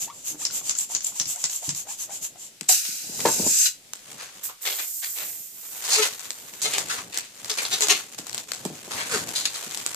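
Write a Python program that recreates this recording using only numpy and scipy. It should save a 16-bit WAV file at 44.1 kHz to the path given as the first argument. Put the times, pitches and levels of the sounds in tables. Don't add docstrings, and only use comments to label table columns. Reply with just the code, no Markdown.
import sys
import numpy as np
from scipy import signal
from scipy.fft import rfft, irfft, next_fast_len
from scipy.io import wavfile
from scipy.ndimage import uniform_filter1d, map_coordinates

SR = 44100
rng = np.random.default_rng(int(sys.argv[2]) if len(sys.argv) > 2 else 0)


def dump(signal):
    limited = np.clip(np.atleast_2d(signal).T, -1, 1)
    pcm = np.round(limited * 32767).astype(np.int16)
    wavfile.write(sys.argv[1], SR, pcm)


N = 438794
TIME = np.arange(N) / SR
FFT_SIZE = next_fast_len(N + SR, True) // 2 * 2
HZ = np.maximum(np.arange(FFT_SIZE // 2 + 1) * SR / FFT_SIZE, 1)

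# pitch_hz, level_db
NECK_WHISTLES = [(6330, -5), (7050, -5), (7500, -1), (7900, -8)]
# time_s, level_db, whistle_boost_db
NECK_AIRFLOW = [(2.674, -84, -3), (2.685, -44, 11), (2.69, -24, 7.5), (2.722, -25.5, 2), (2.81, -38, 0.5),
                (3.098, -47, 3.5), (3.33, -35, 7), (3.434, -37, 6), (3.49, -34, 9.5), (3.6, -32, 10),
                (3.668, -30, 5), (3.738, -68, 8), (3.744, -76, 19), (3.77, -74, 3)]
# start_s, swell_s,
# fade_s, level_db, ring_hz, treble_db, slips_per_s, unevenness (0 to 1), low_cut_hz
HARD_RUBS = [(2.69, 0.0011, .0039, -19.5, 1900, 2, 1060, 0.55, 400),
             (2.848, .0036, .019, -45, 3080, 11, 630, 0.92, 400),
             (3.192, .003, .011, -33, 1450, 11, 376, 0.74, 400),
             (3.252, 0.0034, 0.029, -24.5, 970, 1.5, 535, 0.69, 150),
             (4.17, 0.039, .055, -39.5, 1620, 0.5, 850, 0.69, 300),
             (4.48, 0.016, 0.024, -40.5, 1140, -13, 700, 0.54, 400),
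             (4.629, 0.046, 0.064, -29.5, 2860, -3.5, 570, 0.69, 250),
             (4.786, .008, 0.032, -35, 2210, -1, 630, 0.71, 400),
             (5.015, 0.027, 0.024, -37.5, 1810, 6, 1100, .8, 690),
             (5.15, 0.042, 0.075, -36.5, 2320, -6, 600, 0.77, 300),
             (5.83, 0.023, .05, -37.5, 6040, 4, 850, 0.61, 700),
             (5.89, 0.043, 0.046, -26, 5400, 5, 590, 0.39, 900),
             (5.94, 0.016, .025, -25, 2400, -2, 410, .15, 600),
             (5.97, 0.029, 0.013, -28, 2200, 3.5, 450, 0.05, 350),
             (6.015, 0.013, 0.021, -19, 3900, -4, 490, .1, 900),
             (6.616, 0.0059, 0.044, -30.5, 8400, 5, 1000, 0.69, 1500),
             (6.635, 0.022, 0.021, -24.5, 3700, -11, 450, .2, 300),
             (6.716, 0.032, 0.027, -27.5, 2400, 0, 640, 0.27, 300),
             (6.79, .02, 0.013, -33.5, 750, -17, 400, .3, 300),
             (6.89, .014, 0.033, -26, 1420, -1, 1240, 0.24, 1150),
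             (6.965, 0.025, .014, -29, 1120, -7, 750, .3, 650),
             (7.12, 0.024, 0.054, -35.5, 2100, 3.5, 650, 0.56, 400),
             (7.493, .003, 0.026, -22.5, 4380, -14, 200, 0.34, 3000),
             (7.581, 0.0034, 0.019, -23.5, 2120, -1.5, 440, .2, 500),
             (7.648, 0.0052, .014, -27.5, 4130, -5, 520, 0.31, 400),
             (7.706, 0.031, .022, -27, 3360, 4, 380, 0.07, 350),
             (7.812, 0.013, 0.02, -20.5, 6000, -1, 440, 0.11, 350),
             (7.893, 0.006, 0.034, -19, 2540, 0, 370, .08, 300),
             (7.894, 0.0095, 0.016, -18.5, 5600, -0.5, 390, 0.07, 1500),
             (8.905, .012, 0.048, -32.5, 990, 3.5, 660, .7, 350),
             (8.95, 0.059, 0.041, -31.5, 1800, -7, 650, .5, 300),
             (9.085, 0.062, 0.038, -26, 1430, 0.5, 470, 0.28, 300),
             (9.345, 0.015, 0.048, -28, 3950, 3, 870, 0.47, 2200),
             (9.452, 0.0033, 0.011, -21.5, 3930, -1, 1240, 0.58, 1200),
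             (9.54, 0.013, .014, -34.5, 4130, 1, 630, 0.6, 800)]


def from_db(db):
    return 10 ** (np.asarray(db) / 20)


def rms_one(x):
    return x / np.sqrt(np.mean(x ** 2) + 1e-20)


def at_hz(points):
    hz, value = np.transpose(points)
    return np.interp(np.log(HZ), np.log(hz), value)


def gains(rows):
    times, *columns = np.transpose(rows)
    inside = (TIME >= times[0]) & (TIME <= times[-1])
    return [from_db(np.interp(TIME, times, db)) * inside for db in columns]


def drift(per_s):
    points = rng.standard_normal(8000)
    return rms_one(np.interp(TIME * per_s, np.arange(len(points)), points))


def colour(x, spectrum):
    cepstrum = irfft(np.log(rms_one(from_db(at_hz(spectrum)))))
    cepstrum[1:FFT_SIZE // 2] *= 2
    cepstrum[FFT_SIZE // 2 + 1:] = 0
    return irfft(rfft(x, FFT_SIZE) * np.exp(rfft(cepstrum)))[..., :N]


def high_pass(x, hz, order):
    return signal.sosfilt(signal.butter(order, hz, "high", fs=SR, output="sos"), x + 1e-18)


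def resonate(x, hz, q):
    decay, angle = np.exp(-np.pi * hz / (q * SR)), 2 * np.pi * hz / SR
    feed = np.sqrt((1 - decay ** 2) / 2) * np.array([1, 0, -1])
    return signal.lfilter(feed, [1, -2 * decay * np.cos(angle), decay ** 2], x + 1e-18)


def diffuse(pair):
    # pitch_hz, likeness (0 to 1)
    likeness = [(30, 0.7), (120, 0.85), (300, 0.8), (650, 0.66), (1400, 0.1), (4000, 0.1), (14000, 0)]
    alike = at_hz(likeness)
    mid, side = rfft(pair, FFT_SIZE)
    return irfft(np.sqrt((1 + alike) / 2) * mid + np.sqrt((1 - alike) / 2) * side * [[1], [-1]])[:, :N]


def noise():
    return diffuse(rng.standard_normal((2, N)))


def clicks_at(rows):
    out = np.zeros(N)
    for start_s, db in rows:
        out[int(start_s * SR)] += from_db(db)
    return out


def fading(clicks, fade_s):
    decay = np.exp(-2 / (fade_s * SR))
    return np.sqrt(signal.lfilter([1 - decay], [1, -decay], clicks ** 2 + 1e-18))


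def noise_bursts(clicks, fade_s):
    return fading(clicks, fade_s) * noise()


def swell_and_fade(t, swell_s, fade_from_s, fade_s):
    return np.clip(t / swell_s, 0, 1) * np.exp(-np.clip((t - fade_from_s) / fade_s, 0, 50))


def slips(per_s, uneven, spread_db, count=N):
    gap_luck, size_luck = rng.standard_normal((count // 20, 2)).T
    at = np.cumsum(SR / per_s * np.exp(uneven * gap_luck)).astype(int)
    out = np.zeros(count)
    out[at[at < count]] = from_db(spread_db * np.clip(size_luck[at < count], -2, 2))
    return rms_one(out)


def squeaks(rows, waver, rough_db, even_db):
    out = np.zeros(N)
    wobble = 1 + waver * drift(250)
    grip = from_db(rough_db * np.tanh(drift(300)))
    for middle_s, hz, db, half_s, glide, overtone_db in rows:
        near = np.abs(TIME - middle_s) < 3 * half_s
        t = TIME[near] - middle_s
        phase = 2 * np.pi * np.cumsum(hz * 2 ** (glide * t) * wobble[near]) / SR
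        tone = np.sin(phase)
        for k in range(2, 7):
            tone += from_db(overtone_db + even_db * (k % 2 == 0)) * np.sin(k * phase) * 2 / k
        out[near] += np.sqrt(2) * from_db(db) * np.exp(-(t / half_s) ** 2) * tone
    return out * grip


def room_tone():
    # pitch_hz, level_db
    room_colour = [(15, -56), (25, 0), (54, -14), (157, -41.5), (679, -19), (1970, -9), (2500, -6.5),
                   (5410, -5.5), (7450, -4.5), (9730, -9), (14500, -13)]
    return from_db(-51.5) * colour(noise(), room_colour)


def room_echo(x, ring_s=0.2, delay_s=.004):
    t = TIME[:SR // 2]
    tail = rng.standard_normal((2, len(t))) * from_db(-60 * t / ring_s) * (t > delay_s)
    tail /= np.sqrt(np.sum(tail ** 2, axis=1, keepdims=True))
    return diffuse(signal.fftconvolve(x, tail, axes=1)[:, :N])


def cloth_rustle():
    # time_s, level_db
    movement = [(0.0, -58.5), (1.3, -66), (2.19, -63), (2.8, -73.5), (3.21, -50.5), (3.45, -40),
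                (3.62, -72.5), (4.2, -60), (4.75, -82), (5.25, -65), (5.65, -69.5), (6.45, -63),
                (6.78, -53.5), (7.3, -61.5), (7.85, -56), (8.5, -61), (9.15, -45), (9.4, -56.5),
                (9.95, -59.5)]
    # pitch_hz, level_db
    cloth_colour = [(30, -33), (60, -20), (100, -3), (160, -1), (240, -1.5), (400, -4), (800, -7),
                    (2000, -39)]
    lumps = from_db(4.5 + 5 * np.tanh(drift(22)))
    return gains(movement)[0] * lumps * colour(noise(), cloth_colour)


def sofa_thuds():
    # start_s, level_db
    knocks = [(1.204, -42), (1.262, -41), (1.444, -46), (1.678, -28.5), (1.697, -35), (1.725, -41)]
    # pitch_hz, level_db, ring_s (time to fall 60 dB)
    sofa_tones = [(109, -11, 0.21), (146, -2.5, 0.13), (175, -4.5, .11), (290, -3, 0.071)]
    out, t = np.zeros(N), TIME[:SR // 3]
    soft_start = np.minimum(t / .004, 1)
    for start_s, db in knocks:
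        at = int(start_s * SR)
        for hz, tone_db, ring_s in sofa_tones:
            level = soft_start * from_db(db + tone_db - 60 * t / ring_s)
            out[at:at + len(t)] += level * np.sin(2 * np.pi * (hz * t + rng.random()))
    return out


def strokes(rows, blur_hz=370, sag_octaves=0.053):
    flow, whistle = np.zeros(N), np.zeros((2, N))
    slow = signal.butter(2, blur_hz, fs=SR, output="sos")
    breath = rms_one(signal.sosfilt(slow, rng.standard_normal((2, 2, N))))
    for middle_s, half_s, db, hz in rows:
        near = np.abs(TIME - middle_s) < 3 * half_s
        t = TIME[near] - middle_s
        width_s = half_s * (1 + 0.073 * np.sign(t))
        effort = np.exp(-np.abs(t / width_s) ** 2.4)
        phase = 2 * np.pi * np.cumsum(hz * 2 ** (sag_octaves * (effort - 1))) / SR
        tone = breath[0][:, near] * np.cos(phase) + breath[1][:, near] * np.sin(phase)
        flow[near] += from_db(db) * effort
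        whistle[:, near] += from_db(db - 2) * effort * tone
    return flow, whistle


def pump_air():
    # middle_s, half_length_s, level_db, whistle_hz
    pushes = [(.025, 0.033, -31.5, 6930), (.287, 0.039, -32, 6770), (.56, 0.037, -30, 7500),
              (.808, 0.038, -32, 7400), (1.067, 0.038, -34, 7300), (1.306, 0.035, -30, 7630),
              (1.539, 0.048, -33, 6900), (1.783, 0.036, -33.5, 6950), (2.016, 0.034, -33.5, 6570),
              (2.243, 0.028, -32.5, 6980)]
    # middle_s, half_length_s, level_db, whistle_hz
    pulls = [(.18, 0.066, -47.5, 7300), (.428, 0.041, -34.5, 7400), (.678, 0.043, -33, 7250),
             (.928, 0.035, -34, 7270), (1.185, 0.046, -35, 7400), (1.42, 0.045, -35.5, 7130),
             (1.662, 0.044, -34, 7100), (1.912, 0.036, -35.5, 7150), (2.143, 0.041, -36.5, 7300),
             (2.43, 0.051, -42, 7420)]
    # pitch_hz, level_db
    valve_colour = [(60, -23), (200, -33), (500, -20), (900, -13.5), (1800, -17.5), (3000, -7), (4000, -9),
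                    (5200, -6.5), (6300, -0.5), (7400, 1.5), (8500, -5), (10000, -8.5), (11500, -7),
                    (14500, -13)]
    # pitch_hz, level_db
    spray_colour = [(3000, -30), (8500, -20), (11300, 1), (14500, -2)]
    push, push_whistle = strokes(pushes)
    pull, pull_whistle = strokes(pulls)
    flutter = fading(slips(per_s=260, uneven=.4, spread_db=3), fade_s=.0008)
    stream = push * (from_db(-4) + from_db(-8) * flutter) + pull
    hiss = colour(stream * from_db(0.5 + 0.94 * drift(400)) * noise(), valve_colour)
    neck = sum(resonate((push + pull) * from_db(db - 5 + 2 * drift(11)) * noise(), hz, q=25)
               for hz, db in NECK_WHISTLES)
    spray = colour(from_db(-3.5) * push * noise(), spray_colour)
    return hiss + spray + push_whistle + pull_whistle + neck


def valve_ticks():
    # start_s, level_db
    ticks = [(0.2885, -27), (0.776, -21), (0.786, -7.5), (0.7954, -13), (0.8084, -11), (1.045, -8),
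             (1.067, -11), (1.3593, -16.5), (1.5606, -12.5)]
    return from_db(13) * resonate(noise_bursts(clicks_at(ticks), fade_s=0.0038), hz=7360, q=20)


def piston_seal():
    # middle_s, pitch_hz, level_db, half_length_s, glide_octaves_per_s, overtones_db
    chirps = [(.095, 950, -38.5, 0.021, 15.5, -10), (.345, 295, -46, 0.029, -1, -8.5),
              (.422, 960, -45.5, 0.021, 21, 0), (.507, 1313, -48, .01, -24.5, 0),
              (.617, 1084, -47, 0.0066, 25, -3), (.762, 1390, -49, 0.0082, 19, -12),
              (.925, 1067, -49, 0.026, 20.5, -12), (1.095, 730, -52, 0.024, -8, -17),
              (1.125, 1033, -47, .006, 26, -14), (1.162, 905, -50, 0.012, 19, -6),
              (1.37, 803, -46.5, .016, 19, -4), (1.635, 698, -43.5, 0.018, 13.5, -15),
              (1.89, 785, -47.5, 0.031, 13.5, -6), (2.11, 763, -47, 0.026, 12.5, -5),
              (2.365, 748, -53, 0.014, 6.5, -4)]
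    # start_s, level_db
    releases = [(.612, -32), (.9, -28), (1.122, -29), (1.871, -25), (2.095, -27), (2.356, -31.5)]
    tone = squeaks(chirps, waver=.09, rough_db=4, even_db=-4)
    rasp = from_db(-2.5)
    squeak = tone * (1 + rasp * drift(450)) / np.hypot(1, rasp)
    tick = resonate(noise_bursts(clicks_at(releases), fade_s=.003), hz=780, q=2.5)
    return from_db(-1) * squeak + from_db(7) * tick


def piston_clacks(rebound_s=0.016, turn_s=.057):
    # start_s, level_db, ring_hz
    hits = [(0.4517, -14.5, 5360), (0.6948, -13, 6940), (0.9495, -14, 6500), (1.199, -12.5, 5630),
            (1.44, -11.5, 7400), (1.691, -15, 7500)]
    # pitch_hz, level_db
    barrel_colour = [(60, -12), (200, -9.5), (900, -8), (2200, -4.5), (3500, 0), (5500, 6), (7300, 9),
                     (9000, -7), (14500, -27)]
    out, t = np.zeros((2, N)), TIME[:SR // 8]
    impact = from_db(3.5) * np.exp(-t / 0.0021)
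    rattle = from_db(-8) * np.exp(-t / 0.023)
    rebound = from_db(-9) * np.exp(-((t - rebound_s) / 0.0039) ** 2)
    force = impact + rattle + rebound
    force += from_db(-12) * np.interp(t - turn_s, t, force, left=0)
    for start_s, db, hz in hits:
        at = int(start_s * SR)
        hit = from_db(db) * force * rng.standard_normal((2, len(t)))
        out[:, at:at + len(t)] += from_db(-7) * hit + from_db(-20) * resonate(hit, hz, q=7.7)
    return colour(out, barrel_colour)


def neck_pop(start_s=2.691):
    puff = swell_and_fade(TIME - start_s, swell_s=0.0024, fade_from_s=0.0023, fade_s=0.013)
    return resonate(from_db(-27) * puff * noise(), hz=750, q=8.1)


def neck_echo(x, notch_spacing_hz=1050, echo_share=0.39):
    lag = SR / notch_spacing_hz * (1 + .04 * drift(8))
    dull = signal.sosfiltfilt(signal.butter(2, 3800, fs=SR, output="sos"), x + 1e-18)
    at = np.arange(N)
    return x - echo_share * np.array([np.interp(at - lag, at, side) for side in dull])


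def escaping_air():
    # pitch_hz, level_db
    jet_colour = [(1200, -54), (2500, -10.5), (3400, -14.5), (4000, -8.5), (5500, -2), (6300, 0.5),
                  (8000, -1.5), (9700, -7.5), (11800, -7), (14000, -5), (14600, -12.5)]
    # pitch_hz, level_db
    rush_colour = [(60, -43), (300, -30), (700, -51), (1100, -5), (2200, 6), (3500, -7), (6000, -11)]
    flow, whistle_boost = gains(NECK_AIRFLOW)
    drive = flow * whistle_boost ** 1.36
    whistle = sum(resonate(drive * from_db(db - 3 + 2.7 * drift(13)) * noise(), hz, q=35)
                  for hz, db in NECK_WHISTLES)
    jet = colour(flow * from_db(9.5 + 0.91 * drift(200)) * noise(), jet_colour)
    rush = from_db(-9.5) * colour(flow * noise(), rush_colour)
    return neck_echo(jet + rush) + whistle


def seeping_air():
    # time_s, level_db
    leaks = [
        [(4.425, -61), (4.437, -31), (4.46, -28.5), (4.5, -45), (4.56, -74)],
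        [(4.605, -62), (4.622, -33.5), (5.0, -33.5), (5.25, -34.5), (5.4, -38), (5.53, -45.5), (5.7, -38.5),
         (5.88, -43), (6.1, -50), (6.6, -49)],
    ]
    # pitch_hz, level_db
    slit_colour = [(1000, -65), (4000, -17.5), (6000, -6), (7500, 1), (9500, -6), (11500, -5.5), (13000, 4),
                   (14500, -0.5)]
    flow = sum(gains(leak)[0] for leak in leaks)
    return colour(flow * from_db(4.5 + 0.99 * drift(66)) * noise(), slit_colour)


def air_column(clamp_s=3.655):
    # pitch_hz, level_db
    column_tones = [(1510, -12.5), (1900, -15), (2540, -12), (2840, -6), (3330, -15), (3980, -0.5),
                    (5000, -0.5), (5510, -12)]
    flow = gains(NECK_AIRFLOW)[0]
    stream = from_db(-44) * (flow / from_db(-31.5)) ** 0.39
    clamp = from_db(-26) * swell_and_fade(TIME - clamp_s, 0.0024, fade_from_s=0.011, fade_s=0.0091)
    return sum(resonate((stream + clamp) * from_db(db) * rng.standard_normal((2, N)), hz, q=24)
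               for hz, db in column_tones)


def balloon_bumps():
    # start_s, level_db, brightness_hz
    blows = [(2.613, -19, 202), (2.883, -24, 200), (3.093, -21, 230), (3.192, -31.5, 900),
             (3.253, -9, 1240), (3.266, -14.5, 1400), (3.285, -17, 1800), (3.394, -5.5, 300),
             (3.464, -13, 510), (8.192, -25.5, 400), (8.653, -10, 358), (8.702, -16, 220), (8.72, -24, 200),
             (8.878, -32.5, 700), (9.16, -18.5, 400), (9.667, -23.5, 290)]
    # pitch_hz, level_db, ring_s (time to fall 60 dB)
    balloon_tones = [(155.6, -17, 0.093), (207, -9, 0.059), (263, -13, 0.1), (340, -9.5, 0.078),
                     (423, -3, 0.052), (460, -4.5, 0.031), (601, -1.5, 0.036), (839, -5, 0.058),
                     (916, -2.5, .06), (1040, -4, 0.071), (1730, -2, 0.036)]
    out, t = np.zeros(N), TIME[:SR // 4]
    for start_s, db, bright_hz in blows:
        at = int(start_s * SR)
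        for hz, tone_db, ring_s in balloon_tones:
            place_db, tuning, sign = rng.normal(0, 1.5), rng.normal(1, .015), rng.choice([-1, 1])
            strength = sign * from_db(db + tone_db + place_db)
            strength /= (1 + (hz / bright_hz) ** 2) ** 1.34
            strength /= 1 + (0.14 * bright_hz / hz) ** 2
            ring = from_db(-60 * t / ring_s) * np.sin(2 * np.pi * hz * tuning * t)
            out[at:at + len(t)] += strength * ring
    return high_pass(out, hz=135, order=4)


def finger_pressure(spread_s=0.13):
    # time_s, level_db
    touches = [
        [(3.8, -73), (3.982, -54.5), (4.142, -47), (4.292, -55), (4.47, -45.5), (4.6, -79)],
        [(5.55, -57), (5.65, -50.5), (6.01, -33), (6.33, -49.5), (6.61, -48), (6.81, -42.5), (7.28, -56),
         (7.47, -44.5), (7.63, -38), (7.83, -40), (8.0, -48.5), (8.93, -45.5), (9.08, -39), (9.95, -41.5)],
    ]
    effort, t = np.zeros(N + SR), TIME[:SR // 2]
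    for start_s, swell_s, fade_s, db, *_ in HARD_RUBS:
        at = int(start_s * SR)
        effort[at:at + len(t)] += from_db(db) * swell_and_fade(t, swell_s, swell_s, fade_s)
    around_rubs = uniform_filter1d(effort[:N], int(spread_s * SR))
    base = sum(gains(spell)[0] for spell in touches)
    return np.hypot(from_db(-1.5) * base, from_db(-10) * around_rubs)


def finger_slides():
    # pitch_hz, level_db
    finger_colour = [(60, -49), (200, -24), (420, -9.5), (700, -9.5), (1500, -7), (3000, -7), (3900, -7),
                     (5100, -8.5), (7200, -2), (9500, -10.5), (14500, -14.5)]
    pressure = finger_pressure() * from_db(2 * drift(35))
    clicks = pressure * slips(per_s=900, uneven=0.98, spread_db=2.5)
    return from_db(5.5) * colour(noise_bursts(clicks, fade_s=.0022), finger_colour)


def balloon_hoots():
    # middle_s, pitch_hz, level_db, half_length_s, glide_octaves_per_s, overtones_db
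    hoots = [(6.007, 429, -21, .024, 0, -11.5), (6.665, 429.6, -38, .022, 3.5, -2),
             (6.775, 399, -45, .022, -2.5, 1), (7.52, 432, -41, .022, -1.5, -3),
             (7.745, 416, -47, .02, -1, 4), (7.842, 426, -33, .022, 0, -7),
             (7.922, 413, -32.5, .022, 2, -5), (9.152, 432, -28, .018, -6, -13)]
    return squeaks(hoots, waver=0.01, rough_db=2, even_db=-7.5)


def rubber_snaps():
    # start_s, level_db, left_minus_right_db
    snaps = [(2.61, -18.5, 6), (3.9343, -16, -3.5), (4.6673, -25, 7), (4.7498, -23, 0), (4.7887, -20, 2),
             (4.799, -23, 0), (5.185, -23, 4), (5.946, -14, 7), (6.1945, -22.5, 8), (6.305, -14, -2),
             (6.537, -27, 4), (6.617, -22, -15), (6.721, -24, -3), (6.737, -11, 2), (6.78, -18, 2),
             (6.7827, -7.5, 3), (6.8846, -23, 7), (7.1432, -19.5, -1), (7.174, -11, 3), (7.186, -18, -11),
             (7.4455, -18, 2), (7.4971, -17, 4), (7.5043, -15.5, 1), (7.5835, -18, 3), (7.8072, -8, 3),
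             (7.8143, -15, -1), (7.87, -15, 2), (7.8842, -7.5, 0), (8.1826, -24, -4), (8.187, -18, 4),
             (8.2678, -21.5, 1), (8.2948, -19.5, 4), (8.3292, -19, -2), (8.3453, -16, .5), (8.36, -26, 2),
             (8.3789, -16.5, 4), (8.384, -20, -1), (8.518, -11.5, 5), (8.534, -24, -4), (8.548, -22, 1),
             (8.6513, -17.5, -4.5), (9.29, -18.5, 5), (9.7104, -21.5, 11), (9.7464, -15, 4),
             (9.7738, -16.5, 3), (9.863, -10, 0.5), (9.945, -15.5, 7)]
    # pitch_hz, level_db
    snap_colour = [(60, -60), (300, -10), (1200, -6.5), (3000, -6), (4500, -2), (5500, -3), (6500, -0.5),
                   (7800, 4), (9500, -11.5), (14500, -11.5)]
    cracks = np.array([clicks_at([(s + 0.0005, db + side * pan_db / 2) for s, db, pan_db in snaps])
                       for side in (1, -1)])
    flutter = noise_bursts(cracks, fade_s=.001)
    settling = from_db(-3.5) * fading(cracks, fade_s=0.024)
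    crackle = noise_bursts(settling * slips(per_s=400, uneven=.9, spread_db=-0.5), fade_s=.0005)
    return colour(from_db(-17) * cracks + from_db(13) * (flutter + crackle), snap_colour)


def skin_ring(fade_s):
    spectrum = rfft(rng.standard_normal((2, SR // 50)) * np.exp(-TIME[:SR // 50] / fade_s))
    ring = irfft(spectrum / np.sqrt(np.abs(spectrum)))[:, :SR // 100]
    return ring / np.sqrt(np.sum(ring ** 2, axis=1, keepdims=True))


def rubber_rubs(ring_s=.0013):
    # pitch_hz, level_db
    latex_colour = [(71, -43), (120, -65), (321, -11.5), (425, -6), (551, -9), (760, -9), (1530, -10.5),
                    (2290, -9), (3090, -10), (4270, -5.5), (5540, -10), (6630, -4.5), (9900, -14),
                    (14500, -23)]
    out, count = np.zeros((2, N)), SR // 3
    t, hiss = TIME[:count], noise()
    tension = 1 + .025 * np.tanh(drift(40))
    for start_s, swell_s, fade_s, db, ring_hz, treble_db, per_s, uneven, low_cut_hz in HARD_RUBS:
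        at = int(start_s * SR)
        span = slice(at, at + count)
        clicks = slips(per_s, uneven, spread_db=2.8, count=count)
        creak = signal.fftconvolve(clicks[None], skin_ring(ring_s), axes=1)[:, :count]
        creak = np.array([map_coordinates(side, [np.cumsum(tension[span])]) for side in creak])
        scrape = fading(clicks, ring_s / 2) * hiss[:, span]
        rub = np.sqrt(1 - uneven ** 2) * creak + uneven * scrape + from_db(-10.5) * clicks
        rub *= from_db(db) * swell_and_fade(t, swell_s, swell_s, fade_s)
        rub += (from_db(treble_db) - 1) * high_pass(rub, hz=4500, order=1)
        rub = from_db(1) * rub + from_db(-5.5) * resonate(rub, ring_hz, q=1.8)
        out[:, span] += high_pass(rub, low_cut_hz, order=2)
    return colour(out, latex_colour)


def scene():
    rubber = rubber_rubs() + finger_slides() + balloon_hoots()
    pump = pump_air() + valve_ticks() + piston_seal() + piston_clacks()
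    air = neck_pop() + escaping_air() + seeping_air() + air_column()
    close = rubber + pump + air
    snaps = rubber_snaps()
    bumps = balloon_bumps() + sofa_thuds()
    quiet = room_tone()
    echo = room_echo(from_db(-8) * close + from_db(-12) * snaps + from_db(-9) * bumps)
    return close + snaps + bumps + echo + cloth_rustle() + quiet


def record(dry, peak_limit=.8, cutoff_hz=14700):
    # pitch_hz, left_minus_right_db
    balance = [(100, 0.5), (600, 1.5), (1400, 3.5), (2800, 2.5), (4200, 4.5), (5500, 1.5), (7000, 2.5),
               (8200, -4), (11800, -1), (14200, -12.5)]
    tilt = from_db(at_hz(balance) * [[.5], [-.5]])
    tilt /= np.sqrt(np.mean(tilt ** 2, axis=0))
    heard = irfft(rfft(dry, FFT_SIZE) * tilt)[:, :N]
    rounded = heard / (1 + (heard / peak_limit) ** 4) ** .25
    return signal.sosfilt(signal.ellip(10, .2, 80, cutoff_hz, fs=SR, output="sos"), rounded)


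dry = scene()
out = record(dry)
dump(out)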